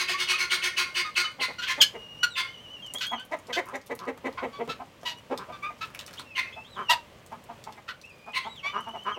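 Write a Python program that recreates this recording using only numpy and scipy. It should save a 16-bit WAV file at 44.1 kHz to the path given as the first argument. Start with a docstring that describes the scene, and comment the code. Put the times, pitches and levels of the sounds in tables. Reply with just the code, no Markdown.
"""Harsh chatter from a fowl, likely a guinea fowl, slows and softens as its effort fades and gives way to
single yelps, the loudest of which open with a squeak. Hens cluck and growl, and young birds whistle. Each voice
is a membrane shaking in the bird's breath; the throat and beak shape the chatter, yelps and clucks. Dry litter
and stiff feathers tick as a peacock holds his train spread. The poultry yard lies between a clapboard wall and
a plank fence, which return a short echo over a faint outdoor hush."""
import sys
import numpy as np
from scipy import signal
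from scipy.fft import rfft, irfft, next_fast_len
from scipy.io import wavfile
from scipy.ndimage import map_coordinates

SR = 44100
rng = np.random.default_rng(int(sys.argv[2]) if len(sys.argv) > 2 else 0)


def log_audio(samples):
    """Write samples as a 16-bit WAV file to the path given in sys.argv[1]."""
    # one column per channel
    frames = np.atleast_2d(samples).T
    # limit to full scale, then quantise
    limited = np.clip(frames, -1, 1)
    pcm = np.round(limited * 32767).astype(np.int16)
    wavfile.write(sys.argv[1], SR, pcm)


N = 404838

# Pairs are (no effort, full effort). The dB pairs are added to the level of each pulse.
CHATTER_S, CHATTER_HZ, CHATTER_PEAK = (0.067, 0.094), (1038, 1093), (0.61, 0.29)
TONE_DB, RASP_DB, TREBLE_DB, SQUEAK_DB = (2, -4), (-1.5, -.5), (-15.5, -7.5), (1, -1)
# the shaking repeats every third cycle (multiple of a third of the pitch, level [dB])
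TONE_PARTS = [(1, -16), (2, -35.5), (3, -9), (4, -15), (5, -15), (6, 2)]
# how throat and beak shape the body of the rasp (frequency [Hz], gain [dB])
RASP_BODY_SHAPE = [(400, -45), (850, -14.5), (1150, -11), (1900, -4), (2300, -3.5), (2750, -6),
                   (3600, -7.5), (4200, -6), (4800, -13), (5400, -35), (8000, -29)]
# how they shape its treble (frequency [Hz], gain [dB])
RASP_TREBLE_SHAPE = [(3500, -19.5), (5200, -6.5), (6100, -4.5), (7500, -19), (8700, -13.5), (10500, -23.5),
                     (15500, -23.5)]
# pulses of harsh chatter (time [s], effort [0-1], base level [dB])
CHATTER_PULSES = [(-0.025, .95, -30.5), (0.072, 0.94, -31.5), (0.177, 1, -31.5), (0.273, 0.97, -28.5),
                  (0.375, .95, -29.5), (0.497, 0.89, -28.5), (0.617, 0.99, -29), (0.763, 0.83, -26.5),
                  (0.945, 0.86, -28.5), (1.152, .75, -27), (1.397, .3, -29.5), (1.665, 0.36, -29),
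                  (2.353, .35, -29.5), (6.35, 0.06, -31.5), (8.332, 0, -33)]
def chatter(effort, db):
    """A squeak breaks into a rasp around a sagging tone; effort makes it longer, higher and harsher."""
    hz, rasp_db = between(CHATTER_HZ, effort), db + between(RASP_DB, effort)
    progress, push = swell(between(CHATTER_S, effort), between(CHATTER_PEAK, effort), sharpness=1.24)
    sag = 1 + .025 * (.5 - progress)
    phase = vibrate(hz / 3 * sag, jitter=between((.04, .022), effort), rate=451)
    locked = between((.15, .85), effort ** 3)  # the in-between tones grow strong only at high effort
    tone = unit(sum(undb(part_db) * (locked if round(k) % 3 else 1) * overtone(phase, round(k))
                    for k, part_db in TONE_PARTS))
    tone *= undb(3.4 * wander(len(push), 170))
    tone *= undb(db + between(TONE_DB, effort)) * push
    # the membrane stumbles around its pitch, so the overtones smear into a rasp
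    stumble = vibrate(np.full(len(push), hz / 3), jitter=.03, rate=500)
    buzz = unit(sum(rng.rayleigh() * overtone(stumble, k) for k in range(3, 30)))
    chaos = unit(1.1 * buzz + turbulence(stumble, depth=.8)) * undb(1.8 * wander(len(push), 190))
    rasp = undb(rasp_db) * unit(colour(chaos, RASP_BODY_SHAPE)) * push
    treble_db = rasp_db + between(TREBLE_DB, effort)
    treble = undb(treble_db) * unit(colour(chaos, RASP_TREBLE_SHAPE)) * push ** 1.22
    squeak = np.sin(vibrate(2900 - 700 * progress, jitter=0.074, rate=500))
    squeak *= np.exp(-((progress - .14) / 0.29) ** 2) * push ** 0.24  # loudest near the start
    return tone + rasp + treble + undb(db + between(SQUEAK_DB, effort)) * squeak


# Pairs are (easy, strained): an easy yelp swells and rises, a strained one bursts out and sags.
YELP_STRAIN, YELP_PEAK, YELP_GLIDE = (0.26, 0.306), (0.33, 0.19), (0.076, -.035)
# how the throat shapes the overtones (frequency [Hz], gain [dB])
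YELP_THROAT_SHAPE = [(700, -25), (1200, -11.5), (2800, 8), (4400, -2), (5300, -10.5), (6200, -7),
                     (7500, -19.5), (10000, -32), (12000, -27), (15500, -34.5)]
# the hiss of strained breath (frequency [Hz], gain [dB])
HISS_SHAPE = [(600, -0.5), (1200, -13), (2800, 0.5), (4400, 0.5), (6300, -15), (8000, -15), (10000, -24.5),
              (12000, -16.5), (15500, -32)]
# yelps (time [s], rough length [s], pitch [Hz], strain [0-1], main note [dB], octave [dB], the rest [dB])
YELP_CALLS = [(0.125, .056, 1143, 0.04, -32, -48, -46), (0.32, 0.065, 1264, .2, -35.5, -31, -43),
              (1.043, .056, 1244, 0.31, -35.5, -44, -45), (1.238, 0.044, 1262, 0.31, -34, -54, -41),
              (1.582, 0.042, 1425, .35, -36, -40.5, -39.5), (1.615, 0.064, 1530, 1, -41, -38, -40.5),
              (1.811, .033, 1644, 0.76, -30, -22, -17), (2.229, 0.025, 1450, 0.29, -21, -22.5, -25.5),
              (3.003, 0.069, 1513, 0.8, -38, -35, -35.5), (3.165, 0.078, 1527, 0.25, -49.5, -41.5, -57),
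              (3.524, 0.057, 1552, 0.77, -39, -33, -35), (4.372, 0.044, 1093, 0.7, -33.5, -41.5, -51),
              (4.52, 0.091, 1137, 0.3, -45.5, -58, -51.5), (4.687, 0.056, 1314, 0.59, -39, -42, -40),
              (5.048, .094, 963.3, .36, -39.5, -43, -34), (5.52, 0.061, 1185, 0.34, -39.5, -50, -53),
              (5.619, 0.079, 1208, 0.17, -31.5, -35, -51.5), (5.807, 0.051, 1287, 0.68, -37.5, -40.5, -41),
              (6.892, .056, 952.6, 0.47, -21, -29, -22.5), (7.877, 0.046, 1452, 0.99, -39.5, -46, -45.5),
              (8.625, .099, 1163, 0.25, -36.5, -33.5, -42.5)]
def yelp(length, hz, strain, note_db, octave_db, upper_db):
    """A short high note; strain shakes the pitch, adds a growl beneath it and lets air hiss through."""
    peak, glide = np.interp(strain, YELP_STRAIN, YELP_PEAK), np.interp(strain, YELP_STRAIN, YELP_GLIDE)
    progress, push = swell(length * 1.08, peak, sharpness=1.4)
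    bend = 1 + glide * (progress - .5) - 0.08 * (progress - .5) ** 2
    phase = vibrate(hz * bend, jitter=0.0046 + 0.06 * strain, rate=1000)
    low = np.sqrt(2) * (undb(note_db) * np.cos(phase) + undb(octave_db) * np.cos(2 * phase))
    upper = unit(colour(overtones(phase, first=3, count=11), YELP_THROAT_SHAPE))
    throb = 1 + strain * np.cos(vibrate(np.full(len(push), hz / 3), jitter=0.14, rate=522))
    air = unit(colour(turbulence(phase, depth=0.77), HISS_SHAPE))
    edge = unit(upper + 1.8 * strain * air)
    bright_db = 0.43 * (upper_db + 33.5)  # a harder cry has more treble
    edge = unit(colour(edge, [(4000, 0.0021), (9000, bright_db)]))
    cry = low + undb(upper_db) * edge * push ** 0.067
    cry *= throb * push * undb(2.0 * strain * wander(len(push), 400))
    return colour(cry, [(0.53 * hz, -20), (0.79 * hz, 0)])  # little sounds below the main note, so the growl stays faint in the bass


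# how a hen's open beak shapes her voice (frequency [Hz], gain [dB])
BEAK_SHAPE = [(900, -35), (1500, 2.5), (1800, 6), (2150, -8.5), (2500, -30), (3000, -61), (3600, -6.5),
              (5000, -20.5), (6000, -18), (9000, -27), (15000, -34.5)]
def hen_voice(length, hz, throat_hz, db, beak_db, chest_db, peak):
    """Uneven low pulses make the throat and chest ring; the beak joins in as it opens."""
    _, push = swell(length * 1.3, peak * .94, sharpness=1.4)
    phase = vibrate(hz * (.86 + .17 * push), jitter=0.0452, rate=200)
    puffs = unit(pulses(phase)) * undb(1.2 * wander(len(push), 220))
    puffs += .45 * turbulence(phase, depth=.8)
    # the throat's ring outlasts a pulse and fills the gaps between them
    ring = np.sin(vibrate(throat_hz * (0.825 + 0.1108 * push), jitter=0.062, rate=410))
    ring *= undb(2.0 * wander(len(push), 270))
    throat = cavity(puffs, (throat_hz, 420), (throat_hz, 700)) + 1.05 * ring
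    throat += 0.22 * cavity(puffs, (830, 200), (807, 300))
    chest = cavity(puffs, (hz, 91), (hz, 110)) + cavity(puffs, (445, 140), (442, 180))
    beak = unit(unit(colour(puffs, BEAK_SHAPE)) + 1.1 * cavity(puffs, (2040, 220), (2040, 450))) * push
    return undb(db) * push * (unit(throat) + undb(chest_db) * chest + undb(beak_db + 0.94) * beak)


# clucks (time near the peak [s], rough pitch [Hz], throat ring [Hz], level [dB], rough beak boost [dB])
HEN_CLUCKS = [(1.404, 260.5, 573, -37.5, -7), (1.497, 260.6, 561, -39.5, -12), (1.791, 285, 590, -36, -4),
              (1.955, 224.5, 499, -39, -7.5), (2.952, 259.6, 560, -43.5, -4),
              (3.135, 243.2, 876, -30.5, -9), (3.333, 320, 680, -30.5, -5), (3.502, 250, 546, -36, -7.5),
              (3.583, 340.5, 600, -29, 1), (3.75, 274.4, 599, -32.5, -3.5), (3.915, 260, 500, -32.5, -4.5),
              (4.087, 269.7, 493.4, -31, -5.5), (4.263, 265.8, 479, -29, -6), (4.44, 254.5, 522, -29, -9.5),
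              (4.61, 234.5, 485, -31, -13.5), (4.69, 258.4, 492, -36, -16), (4.81, 260, 781, -37.5, -22),
              (5.323, 264.6, 520, -28, -26), (5.5, 240, 676, -40, -19), (5.706, 235.4, 770, -46, -4),
              (6.578, 228.6, 776, -41.5, -23), (7.331, 219, 900, -39, -26), (7.503, 224.6, 875, -39.5, -24),
              (7.68, 217.6, 896, -38.5, -15), (7.78, 220, 845, -46.5, -3), (8.281, 218, 890, -39, -23),
              (8.467, 217.1, 956, -35.5, -17), (8.657, 217, 755, -43, -11), (8.882, 232.7, 960, -36.5, -24),
              (8.953, 208, 792, -37, -15), (9.184, 217.4, 588, -34.5, -13)]
def clucking():
    """Short bursts of the hen's voice; the louder, the longer."""
    out = np.zeros(N)
    peak = .5
    for time, hz, throat_hz, db, beak_db in HEN_CLUCKS:
        length = .035 * 2 ** ((db + 40) / 24)  # twice as long for every 24 dB
        cluck = hen_voice(length, hz, throat_hz, db, beak_db, chest_db=-14, peak=peak)
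        add(out, time - 1.15 * peak * length, cluck)
    return out


# a hen's low growls (time [s], rough pitch [Hz], level [dB])
HEN_GROWLS = [(3.655, 184.6, -43.5), (3.985, 185, -40), (5.37, 190.3, -40.5), (6.755, 205.3, -33),
              (8.724, 209, -31.5), (9.045, 210.1, -30.5)]
def growl(hz, db):
    """The hen's voice held longer, through a tight throat and a nearly closed beak."""
    return hen_voice(0.0758, hz, throat_hz=1168, db=db, beak_db=-23, chest_db=-13, peak=.42)


WARBLE_HZ, WHISTLE_FADE_S, FENCE_ECHO_S = 9.5, 0.012, 0.015
# whistles of young birds, and at 1.8 s and 6.883 s the short squeaks that open the fowl's loudest yelps (time
# [s], length [s], start pitch [Hz], middle pitch [Hz], end pitch [Hz], warble [share of pitch], base level
# [dB])
WHISTLES = [(1.228, 0.054, 3050, 3000, 3020, 0, -36.5), (1.8, .03, 3650, 3115, 2860, 0.0014, -16.5),
            (1.94, 0.25, 2860, 2865, 2843, 0.0018, -49), (2.16, 0.077, 2840, 2887, 3020, 0, -44.5),
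            (2.29, 0.074, 4200, 3800, 3400, 0.0096, -41.5),
            (2.465, 0.349, 2980, 2978, 2840, .035, -49), (2.815, .115, 3340, 2946, 2840, 0.0012, -46),
            (2.943, 0.069, 3100, 3366, 3110, 0.0047, -40), (3.05, .12, 3150, 3320, 3010, 0, -42),
            (5.055, .14, 2930, 2899, 2920, 0, -52), (6.172, 0.037, 2600, 3710, 5200, 0.0024, -41),
            (6.25, 0.1, 2750, 2660, 2460, 0.0041, -52.5), (6.45, 0.19, 2620, 2564, 2720, 0, -54),
            (6.52, 0.031, 2700, 3480, 3020, 0.023, -47), (6.64, .14, 2900, 4020, 2790, 0.0019, -52),
            (6.77, 0.12, 2850, 3100, 2700, 0.0059, -53), (6.883, 0.024, 2900, 2753, 2650, 0, -20.5),
            (8.03, .08, 2380, 2780, 2470, 0.0034, -51.5), (8.1, 0.23, 2450, 2430, 2504, 0.0017, -55),
            (8.42, 0.19, 2630, 3900, 2510, 0.0055, -50), (8.66, 0.49, 2960, 2956, 3060, .03, -49),
            (9.115, 0.057, 3200, 3020, 2430, 0, -45)]
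def whistle(length, start_hz, middle_hz, end_hz, warble, db):
    """A thin tone with a faint octave bends, warbles, falters and blends with its echo off the fence."""
    t = np.arange(int(max(length, .01) * SR)) / SR
    push = np.sin(np.pi / 2 * np.clip(np.minimum(t, t[-1] - t) / WHISTLE_FADE_S, 0, 1)) ** 2
    arc_hz = np.polyval(np.polyfit([0, .5, 1], [start_hz, middle_hz, end_hz], 2), t / t[-1])
    wobble = 1 - warble * np.cos(2 * np.pi * WARBLE_HZ * t)
    phase = vibrate(arc_hz * wobble, jitter=0.0049 + .2 * abs(warble), rate=310)
    tone = np.sqrt(2) * (np.sin(phase) + undb(-15) * np.sin(2 * phase))
    falter_db = 2.5 * wander(len(t), 114.7) + wander(SR, 30.3)[:len(t)]
    tone *= push * undb(db + falter_db)
    lag = int(FENCE_ECHO_S * SR)
    return .9 * np.pad(tone, (0, lag)) + .4 * np.pad(tone, (lag, 0))


# the loudest ticks of quills and litter (time [s], peak level [dB], ring [Hz])
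DRY_TICKS = [(2.8636, -35.5, 5710), (2.9376, -22.5, 9350), (2.9848, -28.5, 3500), (3.9523, -32.5, 11600),
             (3.9908, -30, 3450), (5.3764, -25, 4180), (5.948, -29.5, 2390), (5.9916, -25, 3360),
             (6.0107, -30, 3150), (6.0637, -32, 5300), (6.1375, -33.5, 3490), (7.263, -39, 7940),
             (7.64, -33, 3920), (7.7243, -38.5, 3500), (8.0147, -38, 4880)]
# soft knocks on wood and ground (time [s], peak level [dB], ring [Hz])
SOFT_KNOCKS = [(.094, -24, 716), (4.176, -37, 800), (4.677, -34, 185), (5.032, -32.5, 550)]
def tick(db, hz):
    """A dry snap with a short scrape behind it; a low one sounds like a knock."""
    t = np.arange(SR // 20) / SR
    snap = rng.standard_normal(len(t)) * (np.exp(-t / .001) + .15 * np.exp(-t / .011))
    snap = resonate(snap, hz, .55 * hz) + .1 * snap * min(hz / 3000, 1)
    return undb(db) * snap / abs(snap).max()


def rustle(start, end, db, hz, count):
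    """Small ticks scattered at random from start to end: most faint, a few louder."""
    out = np.zeros(N)
    for when, size, pitch in rng.random((count, 3)):
        add(out, start + when * (end - start), tick(db + 17 * size ** 4, hz * 2 ** (2 * pitch - 1)))
    return out


# echoes off the ground, a post, the wall and the fence (delay [s], gain [factor])
YARD_ECHOES = [(.0031, 0.4), (.0057, 0.14), (.0094, -0.45), (.021, -0.011)]
def yard(sound, fade_s, tail_db):
    """Nearby surfaces bounce the sound back, then a short, duller tail dies away by 60 dB in fade_s."""
    t = np.arange(SR // 2) / SR
    tail = rng.standard_normal(len(t)) * np.exp(-np.log(1000) * t / fade_s) * (1 - np.exp(-t / 0.0026))
    tail /= np.sqrt(np.sum(tail ** 2))
    tail = colour(tail, [(150, 13.5), (600, 2.5), (1200, 6.5), (3000, 4), (6000, 1.0), (14000, -2.5)])
    response = undb(tail_db) * tail
    response[0] += 1  # the direct sound
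    for delay, gain in YARD_ECHOES:
        response[int(delay * SR)] += gain
    return signal.fftconvolve(sound, response)[:N]


# the outdoor hush, strongest in the bass (frequency [Hz], gain [dB])
HUSH_SHAPE = [(15, -48), (25, -12), (110, 0.5), (233, -4), (359, -7.5), (598, -3), (666, -10), (1200, -9.5),
              (1300, -14.5), (3090, -14.5), (3720, -20.5), (5880, -25.5), (7910, -28.5), (10400, -33),
              (15500, -33.5)]
def hush(db):
    """Distant outdoor noise that swells a little."""
    noise = unit(colour(rng.standard_normal(N), HUSH_SHAPE))
    return undb(db) * noise * undb(1.1 * wander(N, 2.5) + .6 * wander(N, 12))


def swell(length, peak, sharpness):
    """Progress (0-1) through a call, and the push of air, which is greatest when progress is at peak."""
    progress = np.linspace(0, 1, int(max(length, .01) * SR))
    arch = np.interp(progress, [0, np.clip(peak, .05, .95), 1], [0, np.pi, 0])
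    return progress, np.sin(arch / 2) ** sharpness


def vibrate(hz, jitter, rate):
    """Phase (2 pi for each cycle) of a voice membrane whose pitch shakes at random."""
    return 2 * np.pi * np.cumsum(hz * (1 + jitter * wander(len(hz), rate))) / SR


def pulses(phase):
    """One click a cycle, shared between neighbouring samples."""
    cycle = phase / (2 * np.pi)
    return np.maximum(1 - abs(cycle - np.round(cycle)) / (abs(np.gradient(cycle)) + 1e-9), 0)


def overtone(phase, k):
    """A pure tone at k times the pitch, with its own random lag through the throat."""
    return np.cos(k * phase + rng.uniform(0, 2 * np.pi))


def overtones(phase, first, count):
    """Equally strong overtones, leaving out any too high for the sample rate."""
    top = np.pi / np.mean(np.diff(phase))
    return sum(overtone(phase, k) * (k < top) for k in range(first, first + count))


def turbulence(phase, depth):
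    """Air noise let through once a cycle."""
    return unit(rng.standard_normal(len(phase)) * np.exp(depth * np.cos(phase)))


def resonate(x, hz, width_hz):
    """Let x ring in one band, with gain 1 at its centre."""
    return signal.lfilter(*signal.iirpeak(min(hz, SR / 2 - 1), hz / min(width_hz, SR / 4), fs=SR), x)


def cavity(x, first, second):
    """A ringing hollow: two bands in a row, each (centre [Hz], width [Hz])."""
    return unit(resonate(resonate(x, *first), *second))


def colour(x, points):
    """Shape bass and treble along a curve of (frequency [Hz], gain [dB]) points."""
    hz, db = np.transpose(points)
    size = next_fast_len(len(x) + 512)
    bin_hz = np.maximum(np.fft.rfftfreq(size, 1 / SR), 1)
    gain = undb(np.interp(np.log(bin_hz), np.log(hz), db))
    return irfft(rfft(x, size) * gain, size)[:len(x)]


def wander(size, rate):
    """A random drift of typical size 1 that turns rate times a second."""
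    at = np.arange(size) * rate / SR
    return unit(map_coordinates(rng.standard_normal(size // 2 + 2), [at], order=1))


def between(pair, share):
    """The value a share of the way from the first of a pair to the second."""
    return pair[0] + (pair[1] - pair[0]) * np.clip(share, 0, 1)


def undb(db):
    """Decibels to gain."""
    return 10 ** (np.asarray(db) / 20)


def unit(x):
    """Scale to an average strength (rms) of 1."""
    return x / np.sqrt(np.mean(x ** 2) + 1e-18)


def add(out, time, x):
    """Mix x into out, starting at a time in seconds."""
    start = int(round(time * SR))
    lo, hi = max(start, 0), min(start + len(x), N)
    out[lo:hi] += x[lo - start:hi - start]


def play(table, source):
    """Sound every row of a table at its time."""
    out = np.zeros(N)
    for time, *row in table:
        add(out, time, source(*row))
    return out


def scene():
    """All the birds share one yard; the chatter has the most echo."""
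    whistles = colour(play(WHISTLES, whistle), [(3200, 0.5), (4000, -6.0)])  # softer high notes
    fowl = yard(play(CHATTER_PULSES, chatter), fade_s=0.33, tail_db=-7.0)
    high_calls = yard(play(YELP_CALLS, yelp) + whistles, fade_s=0.19, tail_db=-11.0)
    hens = yard(clucking() + play(HEN_GROWLS, growl), fade_s=0.28, tail_db=-15)
    feathers = rustle(0, N / SR, db=-54.5, hz=4500, count=150)
    feathers += rustle(2.9, 3.9, db=-44.5, hz=7550, count=22)  # the peacock's train shifts
    litter = rustle(5.85, 6.22, db=-41, hz=1640, count=26)  # a foot scratches the ground
    taps = play(DRY_TICKS, tick) + play(SOFT_KNOCKS, tick)
    stirring = yard(taps + feathers + litter, fade_s=0.16, tail_db=-7.5)
    return (fowl + high_calls + hens + stirring + hush(db=-53.5))[None]


def record(dry):
    """Drop the deepest bass, clip any extreme peak and cut the highest treble."""
    bass_cut = signal.butter(4, 36, "high", fs=SR, output="sos")
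    treble_cut = signal.ellip(10, .2, 70, 15900, fs=SR, output="sos")
    return signal.sosfilt(treble_cut, np.clip(signal.sosfilt(bass_cut, dry), -.92, .92))


dry = scene()
out = record(dry)
log_audio(out)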